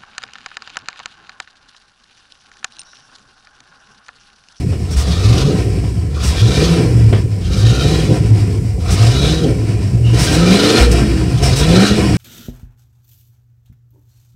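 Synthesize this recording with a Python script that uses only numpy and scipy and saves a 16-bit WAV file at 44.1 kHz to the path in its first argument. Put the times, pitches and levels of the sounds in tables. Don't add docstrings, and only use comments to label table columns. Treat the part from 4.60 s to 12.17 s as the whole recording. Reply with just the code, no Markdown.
import sys
import numpy as np
from scipy import signal
from scipy.fft import rfft, irfft, next_fast_len
from scipy.io import wavfile
from scipy.ndimage import uniform_filter1d, map_coordinates

SR = 44100
rng = np.random.default_rng(int(sys.argv[2]) if len(sys.argv) > 2 else 0)


def inscribe(sig):
    pcm = np.round(np.clip(np.atleast_2d(sig).T, -1, 1) * 32767)
    wavfile.write(sys.argv[1], SR, pcm.astype(np.int16))


N = 333837

# start in seconds, length in seconds, wait for the revs to pick up in seconds,
# lowest speed in turns/s, climb in turns/s per second, highest speed in turns/s, relative roar in dB,
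# relative intake in dB, delay of the bark after lift-off in seconds, relative bark in dB,
# relative coasting boom in dB.
BURSTS = [(0.328, .49, .12, 17, 46.2, 39.5, -38.5, -25.5, 0.015, -13.5, -27),
          (1.573, 0.49, 0.095, 17.3, 63.8, 42, -36, -25.5, 0.079, -15.5, -6.5),
          (2.88, 0.48, .01, 21.8, 39.5, 39.9, -39, -25, 0.081, -16.5, -11),
          (4.262, .46, .02, 21.6, 40.5, 39.8, -33, -26.5, 0.079, -15, -32),
          (5.511, 0.65, .02, 29, 47, 63.4, -29.5, -26, 0.07, -22, -17),
          (6.799, 0.47, .15, 32.6, 62.3, 52.5, -32, -26.5, 0.048, -16, -10)]
# pitch in Hz, width in Hz, relative level in dB.
BAY_MODES = [(1010, 29, -12), (1346, 128, 10), (1574, 13.5, 14.5), (1794, 105, 8.5), (1920, 14, 10),
             (2356, 77, 11), (2940, 230, 7), (3355, 64, 8.5), (3834, 22, 10.5)]

START_TURNS, WORK_TURNS = 31.5, 39.16
FRICTION = .0108
DRAG_S, LABOUR_S, FLYWHEEL_S = .2, .1, .05
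OPEN_S, CLOSE_S = 0.04, .11
CRACK_S, CRACK_DB = 0.096, -7
SLACK_LEAD_S, SLACK_S, SLACK_DB = 0.2, 0.12, -1.5
BOOM_DELAY_S, BOOM_S = 0.36, 0.14
BARK_S, BARK_FADE_S = 0.073, 0.073
RUMBLE_DB, BOOM_DB, RASP_DB = -20.5, -15, -24
LOUDEST_BOOM_DB = -7.5
FAN_DB, IDLE_FAN_DB = -38, -50
TOP_HZ = 15750


def amp(db):
    return 10 ** (np.asarray(db) / 20)


def decibels(*gains):
    return 10 * np.log10(sum(g ** 2 for g in gains) + 1e-12)


def unit(x):
    return x / np.sqrt(np.mean(x ** 2) + 1e-20)


def steady(x):
    power = np.abs(uniform_filter1d(uniform_filter1d(x * x, size=3600), size=2400))
    return x / np.sqrt(power + 1e-12)


def noise():
    return rng.standard_normal(N)


def wobble(rate):
    knots = rng.standard_normal(int(N * rate / SR) + 4)
    return map_coordinates(knots, [np.arange(N) * rate / SR])


def filtered(x, response):
    m = next_fast_len(N + SR // 2)
    return irfft(rfft(x, m) * response(np.fft.rfftfreq(m, 1 / SR)), m)[:N]


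def coloured(x, points):
    f, db = np.transpose(points)
    return unit(filtered(x, lambda hz: amp(np.interp(np.log(hz + 1), np.log(f), db))))


def ringing(x, modes):
    def response(f):
        total = 0
        for k, (centre, width, db) in enumerate(modes):
            damping = 1j * f * width
            total = total + (-1) ** k * amp(db) * damping / (centre * centre - f * f + damping)
        return total
    return unit(filtered(x, response))


def band(x, lo_hz, hi_hz):
    def response(f):
        low_cut = (1 + (lo_hz / (f + 1)) ** 16) ** -.5
        high_cut = (1 + (f / hi_hz) ** 16) ** -.5
        return low_cut * high_cut
    return steady(filtered(x, response))


def restless(x, depth_db):
    hz, _, z = signal.stft(x, SR, nperseg=1024)
    field = uniform_filter1d(rng.standard_normal(z.shape), size=3, axis=0)
    field = uniform_filter1d(field, size=9, axis=1)
    depth = depth_db / (1 + (hz[:, None] / 5500) ** 4)
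    _, moving = signal.istft(z * amp(depth * unit(field)), SR, nperseg=1024)
    return unit(moving[:N])


def bell(x, centre, width):
    return np.exp(-((x - centre) / width) ** 2)


def held(start, end, attack_s, release_s):
    t = np.arange(N) / SR
    return np.clip((t - start) / attack_s, 0, 1) * np.exp(-np.maximum(t - end, 0) / release_s)


def puff(s, length):
    corners = s + length * np.array([0, .2, .7, 1.15])
    return np.interp(np.arange(N) / SR, corners, [0, 1, 1, 0])


def blows(rows, t60, attack_s):
    t = np.arange(N) / SR
    return sum(amp(db - 60 * np.abs(t - s) / t60) * np.clip((t - s) / attack_s, 0, 1) for s, db in rows)


def crank():
    t = np.arange(N) / SR

    def coast(s, turns):
        return turns / (1 + FRICTION * turns * np.maximum(t - s, 0))

    speed = coast(0, START_TURNS)
    for s, length, wait, low, climb, high, *_ in BURSTS:
        pick_up, top = s + wait, s + length + FLYWHEEL_S
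        dragged = speed + (low - speed) * np.clip(1 + (t - pick_up + LABOUR_S) / DRAG_S, 0, 1)
        wound = np.minimum(low + climb * (t - pick_up), high)
        top_speed = np.minimum(low + climb * (top - pick_up), high)
        speed = np.select([t < pick_up, t < top], [dragged, wound], coast(top, top_speed))
    return uniform_filter1d(speed, size=2200)


def clutch():
    load = 0
    for s, length, wait, *_ in BURSTS:
        bite = s + wait - LABOUR_S - DRAG_S
        load = load + held(bite, s + length + FLYWHEEL_S, attack_s=0.18, release_s=0.11)
    return np.clip(load, 0, 1)


def slack():
    t = np.arange(N) / SR
    return SLACK_DB * sum(bell(t, s - SLACK_LEAD_S, SLACK_S) for s, *_ in BURSTS)


def overrun():
    bark = 0
    for s, length, *_, delay, bark_db, _ in BURSTS:
        start = s + length + delay
        bark = bark + amp(bark_db) * held(start, start + BARK_S, BARK_S, BARK_FADE_S)
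    return bark


def registers(speed, load):
    # firing rate in Hz, half width in Hz, relative level in dB.
    rate_booms = [(114.5, 15, -9.5), (184.6, 28, -12)]
    t, octaves = np.arange(N) / SR, np.log2(speed / WORK_TURNS)
    bark, lull_db = overrun(), slack()
    throttle = sum(held(s, s + length, OPEN_S, release_s=.02) for s, length, *_ in BURSTS)
    coasting = sum(amp(db) * bell(t, s + length + BOOM_DELAY_S, BOOM_S) for s, length, *_, db in BURSTS)
    racing = throttle * np.clip((speed - 43) / 9, 0, 1)
    resonance = sum(amp(db) * bell(4 * speed, hz, width) for hz, width, db in rate_booms)
    resonance = resonance * load * amp(-2 * (0.5 - throttle))

    rumble_base_db = RUMBLE_DB + throttle * (2.5 - 2.4 * octaves) - 18 * racing - 35 * bark + 0.52 * lull_db
    rumble_db = decibels(amp(rumble_base_db), 0.31 * coasting) + 1.4 * wobble(13)

    off_speed_db = -7 * np.abs(octaves)
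    boom_base_db = BOOM_DB + off_speed_db - 2.5 * racing + lull_db
    lumps_db = 2.6 * wobble(26)
    boom_db = decibels(amp(boom_base_db), resonance, coasting, 1.1 * bark) + lumps_db

    rasp_base_db = RASP_DB + 14 * octaves + 5.26 * throttle
    rasp_db = decibels(amp(rasp_base_db), bark, amp(-37), 0.095 * coasting) + 1.2 * lull_db
    return rumble_db, np.minimum(boom_db, LOUDEST_BOOM_DB), rasp_db


def firings(turns, scatter_db):
    strengths = [0.81, 0.51, 0.94, 1.28, 0.4, 1.87, 0.42, 1.16]
    at = np.flatnonzero(np.diff(np.floor(4 * turns)))
    pulses = np.zeros(N)
    pulses[at] = np.resize(strengths, len(at)) * amp(scatter_db * rng.standard_normal(len(at)))
    return pulses


def exhaust(turns, speed):
    # pitch in Hz, width in Hz, relative level in dB.
    pipe_modes = [(62.2, 16.6, 2.5), (84, 31, -3), (111.7, 14.2, 5.5), (176.7, 34, 0), (215.9, 10.3, -6.5),
                  (249.3, 17.7, -7.5), (313.7, 35.7, -4), (368.5, 30, -5.5), (424.9, 18.4, -3.5),
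                  (477.8, 4.8, -3.5), (508.4, 10.2, -7.5), (572, 73, -18.5), (762, 23, -18)]
    load = clutch()
    rumble_db, boom_db, rasp_db = registers(speed, load)
    fast = np.clip((speed - 36) / 15, 0, 1)

    def order(count):
        return amp(4.55 * wobble(28)) * np.sin(2 * np.pi * count * turns + 0.24 * wobble(35))

    drone = amp(np.clip(0.3 * (boom_db - rasp_db - 13), -3, 7))
    pulling = (0.14 * drone + 0.1 * fast) * order(4) + 0.1 * fast * order(11 / 2)
    coasting = 0.11 * drone * order(3) * np.clip((46 - speed) / 6, 0, 1)
    coasting = coasting + fast * (.05 * order(11 / 2) + .11 * order(13 / 2))

    lag = .013 * wobble(150)
    pulses = unit(firings(turns + lag, scatter_db=4))
    gas = 0.72 * noise() * amp(1.55 * np.sin(np.pi * turns))
    drive = (0.39 + 0.55 * load) * pulses + gas + load * pulling + (1 - load) * coasting
    pipe = ringing(drive, pipe_modes)

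    barking = np.clip(overrun() / amp(rasp_db), 0, 1)
    edge = amp(3.0 - 6.4 * (1 - load) * (1.5 - barking) * (1.5 - fast))
    sharp = filtered(pipe, lambda hz: 1 - 1 / (1 + (hz / 450) ** 8))
    rumble = amp(rumble_db + 1.5) * band(pipe, 46, 90)
    boom = amp(boom_db - 1.6) * band(pipe, 90, 225)
    rasp = amp(rasp_db + 0.34 + 2.05 * wobble(45)) * band(pipe + (edge - 1) * sharp, 225, 950)
    return rumble + boom + rasp


def airflow(speed):
    octaves = np.log2(speed / WORK_TURNS)
    roar = intake_gain = 0
    for s, length, _, _, _, _, roar_db, intake_db, *_ in BURSTS:
        opened = held(s, s + length, OPEN_S, CLOSE_S)
        cracked = amp(CRACK_DB) * held(s - CRACK_S, s, CRACK_S, CLOSE_S)
        throttle = np.maximum(opened, cracked)
        roar = roar + throttle * amp(roar_db + 3.1 * octaves)
        intake_gain = intake_gain + throttle * amp(intake_db + 6.7 * octaves)
    fan_db = decibels(amp(FAN_DB + 15.4 * octaves + slack()), amp(IDLE_FAN_DB), roar)
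    return fan_db, decibels(intake_gain)


def fan_and_valves(turns, speed, fan_db):
    # pitch in Hz, relative level in dB.
    fan_colour = [(500, -11), (700, 11), (850, -5), (1000, 5), (1150, -6.5), (1500, -6), (2300, 0),
                  (2900, -5.5), (3550, -11), (5300, 0), (6500, -12), (8300, -7), (11500, -21.5),
                  (15600, -31.5)]
    beat_db = 0.24 * np.sin(2 * np.pi * turns) + 0.49 * np.sin(2 * np.pi * 4 * turns)
    clatter = amp(beat_db + 0.54 * wobble(160) + 2.23 * wobble(18))
    metal = amp(-6) * (speed / 45) ** 1.46 * ringing(clatter * noise(), BAY_MODES)
    rush = restless(coloured(clatter * noise(), fan_colour), depth_db=2.2)
    return amp(fan_db + 6.5) * (rush + metal)


def intake(turns, speed, fan_db, intake_db):
    # pitch in Hz, relative level in dB.
    intake_colour = [(800, -31), (1300, 1.5), (2000, -25), (2800, -3.5), (3900, 1.5), (4500, -0.5),
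                     (6300, -4), (7200, -10.5), (10000, -16.5), (15500, -33)]
    opening = np.clip((intake_db - fan_db + 6.0) / 5, 0, 1)
    gulps = amp(0.61 * np.sin(2 * np.pi * 4 * turns) + 2.4 * wobble(60))
    hiss = coloured(gulps * noise(), intake_colour)
    beats = gulps * noise() + 0.9 * unit(firings(turns, scatter_db=2.5))
    air = restless(hiss + amp(-6) * ringing(beats, BAY_MODES), depth_db=4.2)
    whistle_hz = 3430 + 13 * speed + 55 * wobble(40)
    whistle = (speed / 55) ** 2 * wobble(260) * np.sin(2 * np.pi * np.cumsum(whistle_hz) / SR)
    return opening * amp(intake_db + 2.5) * (air + amp(-2.0) * whistle)


def spurts():
    # start in seconds, length in seconds, level in dB.
    spurt_rows = [(0.303, .05, -32), (0.359, 0.078, -26.5), (1.621, 0.1, -24.5), (2.964, 0.054, -33),
                  (4.297, 0.066, -24), (5.579, 0.097, -19.5), (5.713, 0.062, -22.5), (6.309, 0.034, -22.5),
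                  (6.82, 0.067, -23), (6.953, 0.07, -21)]
    # pitch in Hz, relative level in dB.
    spray_colour = [(1000, 2), (4000, 0), (5500, 8.5), (6800, 0), (8300, 4), (10500, -7.5), (15500, -16)]
    envelope = sum(amp(db) * puff(s, length) for s, length, db in spurt_rows)
    return envelope * coloured(noise(), spray_colour)


def hoots():
    # start in seconds, length in seconds, pitch in Hz, relative level in dB.
    hoot_rows = [(0.302, 0.055, 5520, -36), (1.55, 0.11, 1268, -37), (2.86, 0.11, 1330, -47),
                 (2.902, 0.14, 3700, -53), (4.232, 0.13, 1274, -37.5), (4.507, 0.28, 3870, -28.5),
                 (5.426, 0.15, 2850, -35.5), (6.827, 0.074, 5400, -26.5), (7.151, 0.17, 1450, -26.5),
                 (7.123, .19, 4020, -26)]
    phase = 2 * np.pi * np.arange(N) / SR
    flutter = 2.2 * wobble(220)
    tones = sum(amp(db) * puff(s, length) * np.sin(hz * phase + flutter) for s, length, hz, db in hoot_rows)
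    return tones * amp(3 + 4 * wobble(130))


def knocks():
    # start in seconds, relative level in dB.
    knock_rows = [(0.124, -24.5), (1.239, -27), (2.527, -12.5)]
    # pitch in Hz, relative level in dB.
    rattle_colour = [(40, -32), (130, -5), (420, 13.5), (700, -3.5), (1300, -8), (3200, -9.5), (5000, -29),
                     (12000, -58)]
    rattle = blows(knock_rows, t60=.22, attack_s=.0013) * coloured(noise(), rattle_colour)
    strikes = np.zeros(N)
    for s, db in knock_rows:
        strikes[int(s * SR)] = amp(db)
    frame = ringing(strikes, [(140, 45, 0), (393, 80, 3), (720, 100, -7), (2800, 900, -33)])
    clunk = amp(6) * np.max(strikes) * frame / np.max(np.abs(frame))
    return clunk + rattle


def thumps():
    # start in seconds, level in dB before the soft attack.
    thump_rows = [(.365, -8), (6.2, -1), (6.28, -13)]
    pipe_hz = 60
    return blows(thump_rows, t60=0.76, attack_s=0.015) * np.sin(2 * np.pi * pipe_hz * np.arange(N) / SR)


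def vacuum():
    return amp(-49.5 + 2.4 * wobble(4.4)) * ringing(noise(), [(8000, 1600, 6), (5440, 600, -10)])


def breeze():
    return amp(-35 + 2.6 * wobble(3.2)) * coloured(noise(), [(25, -27), (200, -25), (900, -79)])


def scene():
    speed = crank() * (1 + 0.0064 * wobble(20))
    turns = np.cumsum(speed) / SR
    fan_db, intake_db = airflow(speed)
    engine = exhaust(turns, speed) + fan_and_valves(turns, speed, fan_db)
    engine = engine + intake(turns, speed, fan_db, intake_db)
    return (engine + spurts() + hoots() + knocks() + thumps() + vacuum() + breeze())[None]


def record(dry):
    x = dry[0] / (1 + np.abs(dry[0]) ** 6) ** (1 / 6)
    return filtered(x, lambda hz: hz < TOP_HZ)[None]


dry = scene()
out = record(dry)
inscribe(out)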